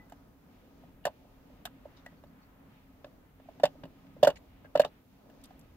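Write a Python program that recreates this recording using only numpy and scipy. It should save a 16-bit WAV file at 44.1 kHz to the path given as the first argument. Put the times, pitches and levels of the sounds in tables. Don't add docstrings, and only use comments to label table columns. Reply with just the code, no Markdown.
import sys
import numpy as np
from scipy import signal
from scipy.fft import rfft, irfft
from scipy.io import wavfile
from scipy.ndimage import uniform_filter1d

SR = 44100
rng = np.random.default_rng(int(sys.argv[2]) if len(sys.argv) > 2 else 0)


def convert_level_to_amplitude(level_db):
    exponent = np.asarray(level_db, float) / 20
    return 10 ** exponent


def generate_wav(sig):
    pcm = np.round(np.clip(np.atleast_2d(sig).T, -1, 1) * 32767).astype(np.int16)
    wavfile.write(sys.argv[1], SR, pcm)


N = 254016

# freq_hz, density_db
ROOM_SPECTRUM = [(12, -40), (20, -10.5), (48, -4), (91, -6.5), (120, -8), (269, -7), (304, -13), (361, -15),
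                 (534, -15.5), (1010, -21), (1230, -25), (1460, -25.5), (2560, -30), (7000, -42),
                 (9100, -70.5), (15400, -120)]
# freq_hz, correlation [0-1]
ROOM_LIKENESS = [(50, 0.97), (300, 0.87), (800, 0.3), (2000, 0), (5000, 0.15)]
# time_s, level_db
NOISE_SWELLS = [(0.0, -61), (0.38, -66), (0.8, -62.5), (1.17, -64.5), (1.62, -62), (2.05, -63), (2.47, -64),
                (3.0, -63.5), (3.34, -65), (3.82, -60), (3.93, -63), (4.35, -60.5), (4.47, -63.5),
                (5.18, -66.5), (5.42, -60), (5.76, -64.5)]
# centre_hz, width_hz, level_db
FAN_HUM = [(49, 18, -72), (167.6, 28, -74), (269.6, 32, -65.5), (1254, 47, -82)]
# freq_hz, density_db
HISS_SPECTRUM = [(3530, -29), (6000, -8.5), (9410, -8.5), (12000, -3.5), (14400, 0), (15100, 1.5),
                 (15800, -4.5)]
# start_s, level_db, pitch_hz, t60_s
SHAFT_RINGS = [
    (0., -55, 1998, 0.16),
    (2.063, -41.5, 1940, 0.051),
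]
# start_s, box_db, note_hz, rattle_db, crack_db
BLOWS = [(0.098, -65, 598, -55, -54.5), (0.122, -41, 682, -46.5, -52), (1.0535, -22, 655, -23, -29.5),
         (2.063, -43, 627, -46, -55), (2.238, -46.5, 586, -54, -68), (3.045, -39, 581, -43.5, -80),
         (3.836, -37.5, 579, -43, -75), (3.399, -50, 620, -59.5, -80), (3.599, -38, 666, -43.5, -59.5),
         (3.6362, -8.5, 595, -20, -34.5), (4.2729, -7, 589, -20, -31.5), (4.648, -48, 566, -54.5, -87.5),
         (4.755, -13, 594, -26.5, -45.5), (4.7977, -6.5, 604, -21.5, -33), (5.299, -54, 661, -55.5, -63),
         (5.507, -48, 755, -57, -72.5)]
# start_s, box_db, note_hz, rattle_db, crack_db
RIM_BLOWS = [
    (1.6543, -36, 702, -27.5, -32.5),
    (4.231, -5.5, 593, -22, -33.5),
    (4.848, -24.5, 610, -29.5, -51),
]
# start_s, box_db, note_hz, rattle_db
BOUNCES = [(1.067, -20.5, 605, -34.5), (1.0745, -25.5, 680, -44.5), (3.067, -46, 600, -65.5),
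           (3.654, -23.5, 745, -25), (3.854, -45, 590, -52), (4.248, -15, 633, -26),
           (4.289, -18, 590, -37.5), (4.302, -27, 590, -35), (4.774, -29.5, 610, -33),
           (4.817, -43, 610, -31), (4.859, -38, 563, -47)]
# start_s, box_db, note_hz
NUDGES = [(0.638, -56, 533), (0.837, -49, 690), (1.254, -56, 615), (1.501, -55, 590), (1.856, -38.5, 592),
          (2.128, -56, 600), (3.458, -59, 719), (3.488, -38.5, 662), (3.755, -50, 590), (4.05, -60, 613),
          (4.166, -45, 550), (5.336, -56.5, 545)]
# ratio [to note], share [signed], t60_s
BOX_MODES = [(0.699, .05, 0.051), (0.828, -0.35, 0.029), (1.0, 0.99, 0.078), (1.2, -0.27, 0.055),
             (1.52, 0.12, 0.061), (1.77, 0.027, 0.055)]
# freq_hz, level_db, t60_s
SHEET_MODES = [(1307, -6.5, 0.016), (1438, -12, 0.022), (1707, -8, 0.034), (2000, -6, .025),
               (2590, -4, 0.0088), (2904, -6, 0.027), (3367, -22, .02), (3614, -1, 0.021),
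               (4264, -6.5, 0.026), (4630, -10, 0.041)]
# freq_hz, density_db
RATTLE_SPECTRUM = [(650, -25), (1100, -15.5), (1730, 0.5), (2240, -17), (2890, 0), (3210, -9), (3550, -6),
                   (3920, -12), (6000, -20), (7800, -42), (13200, -120)]
# freq_hz, density_db
CRACK_SPECTRUM = [(2940, -29.5), (5000, -13), (6200, -14.5), (7310, -3), (9020, -15.5), (14900, -6.5),
                  (16000, -22.5), (16500, -32)]
# freq_hz, level_db, t60_s
BENCH_MODES = [(121.8, -9, 0.11), (162, -2.5, 0.1), (268.4, 1, 0.08), (351, -7, 0.028)]
# start_s, level_db, centre_hz
CLICKS = [(3.045, -48, 2840), (3.8373, -43, 2850), (0.7794, -66, 5370), (1.6714, -57, 3590),
          (1.9669, -61, 3950), (2.0606, -53.5, 6620), (4.0679, -58, 2580), (4.2323, -24.5, 4200),
          (4.2476, -27, 4210), (4.3574, -51, 3920), (5.414, -58.5, 5000), (5.4391, -42.5, 9500),
          (5.4464, -50.5, 4430), (5.4553, -50.5, 7420), (5.5933, -51, 8500), (5.6117, -57, 5000)]
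# start_s, length_s, level_db,
# line_hz, grit_share [0-1]
SCRAPES = [(1.964, 0.054, -72, 3670, .1), (1.966, 0.041, -67, 3930, .5), (2.17, .04, -79, 4500, .05),
           (2.27, .03, -78, 4500, .05), (2.415, 0.047, -74, 4430, 0.18), (4.358, 0.025, -56.5, 2220, 0.76),
           (4.358, 0.032, -65.5, 6900, 0.13), (4.358, 0.03, -63.5, 4100, 0.36),
           (1.04, 0.014, -60, 2900, 0.13), (4.644, 0.03, -59, 1620, 0.21), (4.835, 0.014, -40, 1320, .3),
           (5.584, 0.032, -71, 13000, .05), (1.654, 0.031, -51.5, 1300, 1), (5.435, 0.031, -60, 3700, 1),
           (1.052, 0.011, -38.5, 1700, 0.24), (4.865, 0.032, -67.5, 4000, 0.26)]


def decay(t, t60_s):
    return np.exp(-np.log(1000) * t / t60_s)


def peak(x, db):
    return x * convert_level_to_amplitude(db) / np.abs(x).max()


def level(x, db):
    return x * convert_level_to_amplitude(db) / np.sqrt(np.mean(x ** 2))


def along(table, hz):
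    f, v = np.transpose(table)
    return np.interp(np.log(hz + 1e-9), np.log(f), v)


def shape(x, gain):
    hz = np.fft.rfftfreq(x.shape[-1], 1 / SR)
    return irfft(rfft(x) * gain(hz), x.shape[-1])


def hill(hz, centre_hz, octaves):
    return np.exp(-.5 * (np.log2((hz + 1e-9) / centre_hz) / octaves) ** 2)


def pair(size, likeness):
    mid, side = rng.standard_normal((2, size))
    c = np.clip(likeness, 0, 1)
    return np.sqrt(1 + c) * mid + np.sqrt(1 - c) * side * np.array([[1], [-1]])


def walk(rate_hz):
    k = int(SR / rate_hz)
    held = np.repeat(rng.standard_normal(N // k + 1), k)
    return 2.9 * uniform_filter1d(uniform_filter1d(held, k), k)[:N]


def add(out, start_s, x):
    i = max(int(start_s * SR), 0)
    out[:, i:i + x.shape[-1]] += x[..., :N - i]


def noise_swell_db():
    time_s, swell_db = np.transpose(NOISE_SWELLS)
    return np.interp(np.arange(N) / SR, time_s, swell_db - np.mean(swell_db))


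def room_noise():
    bass_db = noise_swell_db()
    middle_db = 0.72 * bass_db
    out = 0
    for hz in 22 * 2. ** np.arange(9):
        noise = pair(N, along(ROOM_LIKENESS, hz))
        band = shape(noise, lambda f: convert_level_to_amplitude(along(ROOM_SPECTRUM, f)) * hill(f, hz, 0.67))
        swell_db = bass_db if hz < 400 else middle_db
        out = out + band * convert_level_to_amplitude(swell_db + walk(10))
    return level(out, -58.5)


def fan_hum():
    out = np.zeros((2, N))
    for hz, width_hz, db in FAN_HUM:
        hum = shape(pair(N, 0.88), lambda f: 1 / (1 + (2 * (f - hz) / width_hz) ** 2))
        out += level(hum, db)
    return out * convert_level_to_amplitude(noise_swell_db())


def microphone_hiss():
    top_hz = 15800
    hiss = shape(pair(N, 0.083), lambda f: convert_level_to_amplitude(along(HISS_SPECTRUM, f)) * (f < top_hz))
    return level(hiss, -77.5)


def shaft():
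    out, t = np.zeros((2, N)), np.arange(SR // 4) / SR
    for start_s, db, hz, t60_s in SHAFT_RINGS:
        add(out, start_s, convert_level_to_amplitude(db) * decay(t, t60_s) * np.sin(2 * np.pi * hz * t))
    return out


def strikes():
    rows = [(*row, 1550) for row in BLOWS]
    rows += [(*row, 3700) for row in RIM_BLOWS]
    rows += [(s, box, hz, rattle, rattle - 11.5, 2950) for s, box, hz, rattle in BOUNCES]
    rows += [(s, box, hz, box - 21.5, box - 33, 1300) for s, box, hz in NUDGES]
    return rows


def box_note(t, note_hz, box_db, swell_s, light):
    grip_s, left_share = .0135, .1
    ratio, share, t60_s = np.transpose(BOX_MODES)[..., None]
    box = np.sum(share * decay(t, t60_s) * np.sin(2 * np.pi * ratio * note_hz * t), axis=0)
    held = t / (grip_s * (1 - 0.24 * light))
    grip = left_share + (1 - left_share) * np.exp(-held ** 4)
    onset = 1 - np.exp(-(t / (1.1 * swell_s)) ** 2)
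    return peak(box * grip * onset, box_db) * convert_level_to_amplitude(np.array([[-1.1], [1.1]]))


def sheet_rings(t, contact, spot_hz):
    hz, db, t60_s = np.transpose(SHEET_MODES)[..., None]
    spot = rng.standard_normal((2, len(SHEET_MODES), 1))
    gain = convert_level_to_amplitude(db + 2.0 * spot[0]) * (.4 + hill(hz, spot_hz, 0.1))
    modes = gain * decay(t, t60_s) * np.sin(2 * np.pi * hz * (1 + 0.019 * spot[1]) * t)
    force = pair(len(t), 0.14) * contact
    return signal.fftconvolve(force, modes.sum(axis=0)[None])[:, :len(t)]


def blows():
    out, t = np.zeros((2, N)), np.arange(6144) / SR
    for start_s, box_db, note_hz, rattle_db, crack_db, spot_hz in strikes():
        swell_s = .0045 * np.clip((box_db - rattle_db) / 11., .35, 1)
        light = np.clip(-(box_db + 8.0) / 10.0, 0, 1)
        box = box_note(t, note_hz, box_db, swell_s, light)
        contact = (t / swell_s) ** 1.38 * np.exp(-1.5 * t / swell_s)
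        rings = sheet_rings(t, contact, spot_hz)
        buzz = (1 - np.exp(-t / swell_s)) * decay(t, 0.048)
        rattle = shape(pair(len(t), 0.68),
                       lambda f: convert_level_to_amplitude(along(RATTLE_SPECTRUM, f)) * (.5 + hill(f, spot_hz, 0.56)))
        rattle = rattle * (contact + .9 * buzz)
        crack = shape(pair(len(t), 0.2896), lambda f: convert_level_to_amplitude(along(CRACK_SPECTRUM, f)))
        crack = crack * (contact + 0.34 * buzz)
        knock = shape(pair(len(t), 0.925), lambda f: hill(f, 650, 0.56))
        knock = knock * (contact + .5 * buzz)
        rough_db = 12.0 * light * np.clip((rattle_db - box_db + 24) / 12., 0, 1)
        box = box + peak(knock, box_db - 15.5 + rough_db)
        sheet = peak(rattle, 0) + peak(rings, -3)
        add(out, start_s - .66 * swell_s, box + peak(sheet, rattle_db) + peak(crack, crack_db))
    return out


def bench():
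    thump_db, growth_db_per_db, tilt_scatter_db = -27, 0.644, 2
    out, t = np.zeros((2, N)), np.arange(8192) / SR
    hz, mode_db, t60_s = np.transpose(BENCH_MODES)[..., None]
    thumps = [(s, thump_db + growth_db_per_db * box) for s, box, *_ in BLOWS + RIM_BLOWS]
    thumps.append((3.837, -39))
    for start_s, db in thumps:
        tilt_db = tilt_scatter_db * rng.standard_normal()
        phase = 2 * np.pi * (hz * t + rng.random(hz.shape))
        gain = convert_level_to_amplitude(mode_db + tilt_db * np.log2(hz / 200))
        board = np.sum(gain * decay(t, t60_s) * np.sin(phase), axis=0)
        onset = 1 - np.exp(-(t / 0.0036) ** 2)
        add(out, start_s - .002, peak(board * onset, db))
    return out


def dry_tick(out, start_s, db, hz, octaves):
    t = np.arange(4096) / SR
    grit = shape(pair(len(t), 0.56), lambda f: hill(f, hz, octaves))
    burst = grit * (1 - np.exp(-t / 0.00038)) * decay(t, .025)
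    add(out, start_s - .0003, peak(burst, db))


def lid_ticks():
    tick_db, growth_db_per_db = -2, 1.156
    late_s, heavy_late_s, heavy_db = .0006, 0.0033, -6
    out = np.zeros((2, N))
    for start_s, box_db, _, rattle_db, *_ in BLOWS + RIM_BLOWS + BOUNCES:
        delay_s = late_s + heavy_late_s * convert_level_to_amplitude(box_db - heavy_db)
        dry_tick(out, start_s + delay_s, tick_db + growth_db_per_db * rattle_db, 3300, 0.81)
    return out


def thin_clicks():
    out = np.zeros((2, N))
    for start_s, db, hz in CLICKS:
        dry_tick(out, start_s, db, hz, 0.52)
    return out


def scrapes():
    out, t = np.zeros((2, N)), np.arange(4096) / SR
    for start_s, length_s, db, hz, share in SCRAPES:
        slips = convert_level_to_amplitude(3.2 * np.repeat(rng.standard_normal(64), 64))
        gate = np.clip(t / 0.001, 0, 1) * np.clip((length_s - t) / (.5 * length_s), 0, 1)
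        grit = shape(pair(len(t), 0.15) * slips,
                     lambda f: hill(f, hz, 0.02) + share * hill(f, hz, 0.49))
        add(out, start_s, level(grit, db) * gate)
    return out


def walls(x):
    t = np.arange(SR // 4) / SR
    tail = shape(pair(len(t), 0.5), lambda f: 1 / (1 + f / 3700.0))
    tail = tail * decay(t, 0.096) * np.clip(t / 0.011, 0, 1)
    tail *= convert_level_to_amplitude(-23) / np.sqrt(np.sum(tail[0] ** 2))
    return signal.fftconvolve(x.mean(axis=0)[None], tail)[:, :N]


def scene():
    near = shaft() + blows() + bench() + lid_ticks() + thin_clicks() + scrapes()
    air = near + walls(near) + room_noise() + fan_hum()
    air[1] = np.roll(air[1], shift=4)
    return air


def band_limit(x):
    return signal.sosfilt(signal.butter(12, 16800, fs=SR, output="sos"), x)


def record(dry):
    top_hz = 16700
    mix = shape(dry + microphone_hiss(), lambda f: f < top_hz)
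    return band_limit(mix)


dry = scene()
out = record(dry)
generate_wav(out)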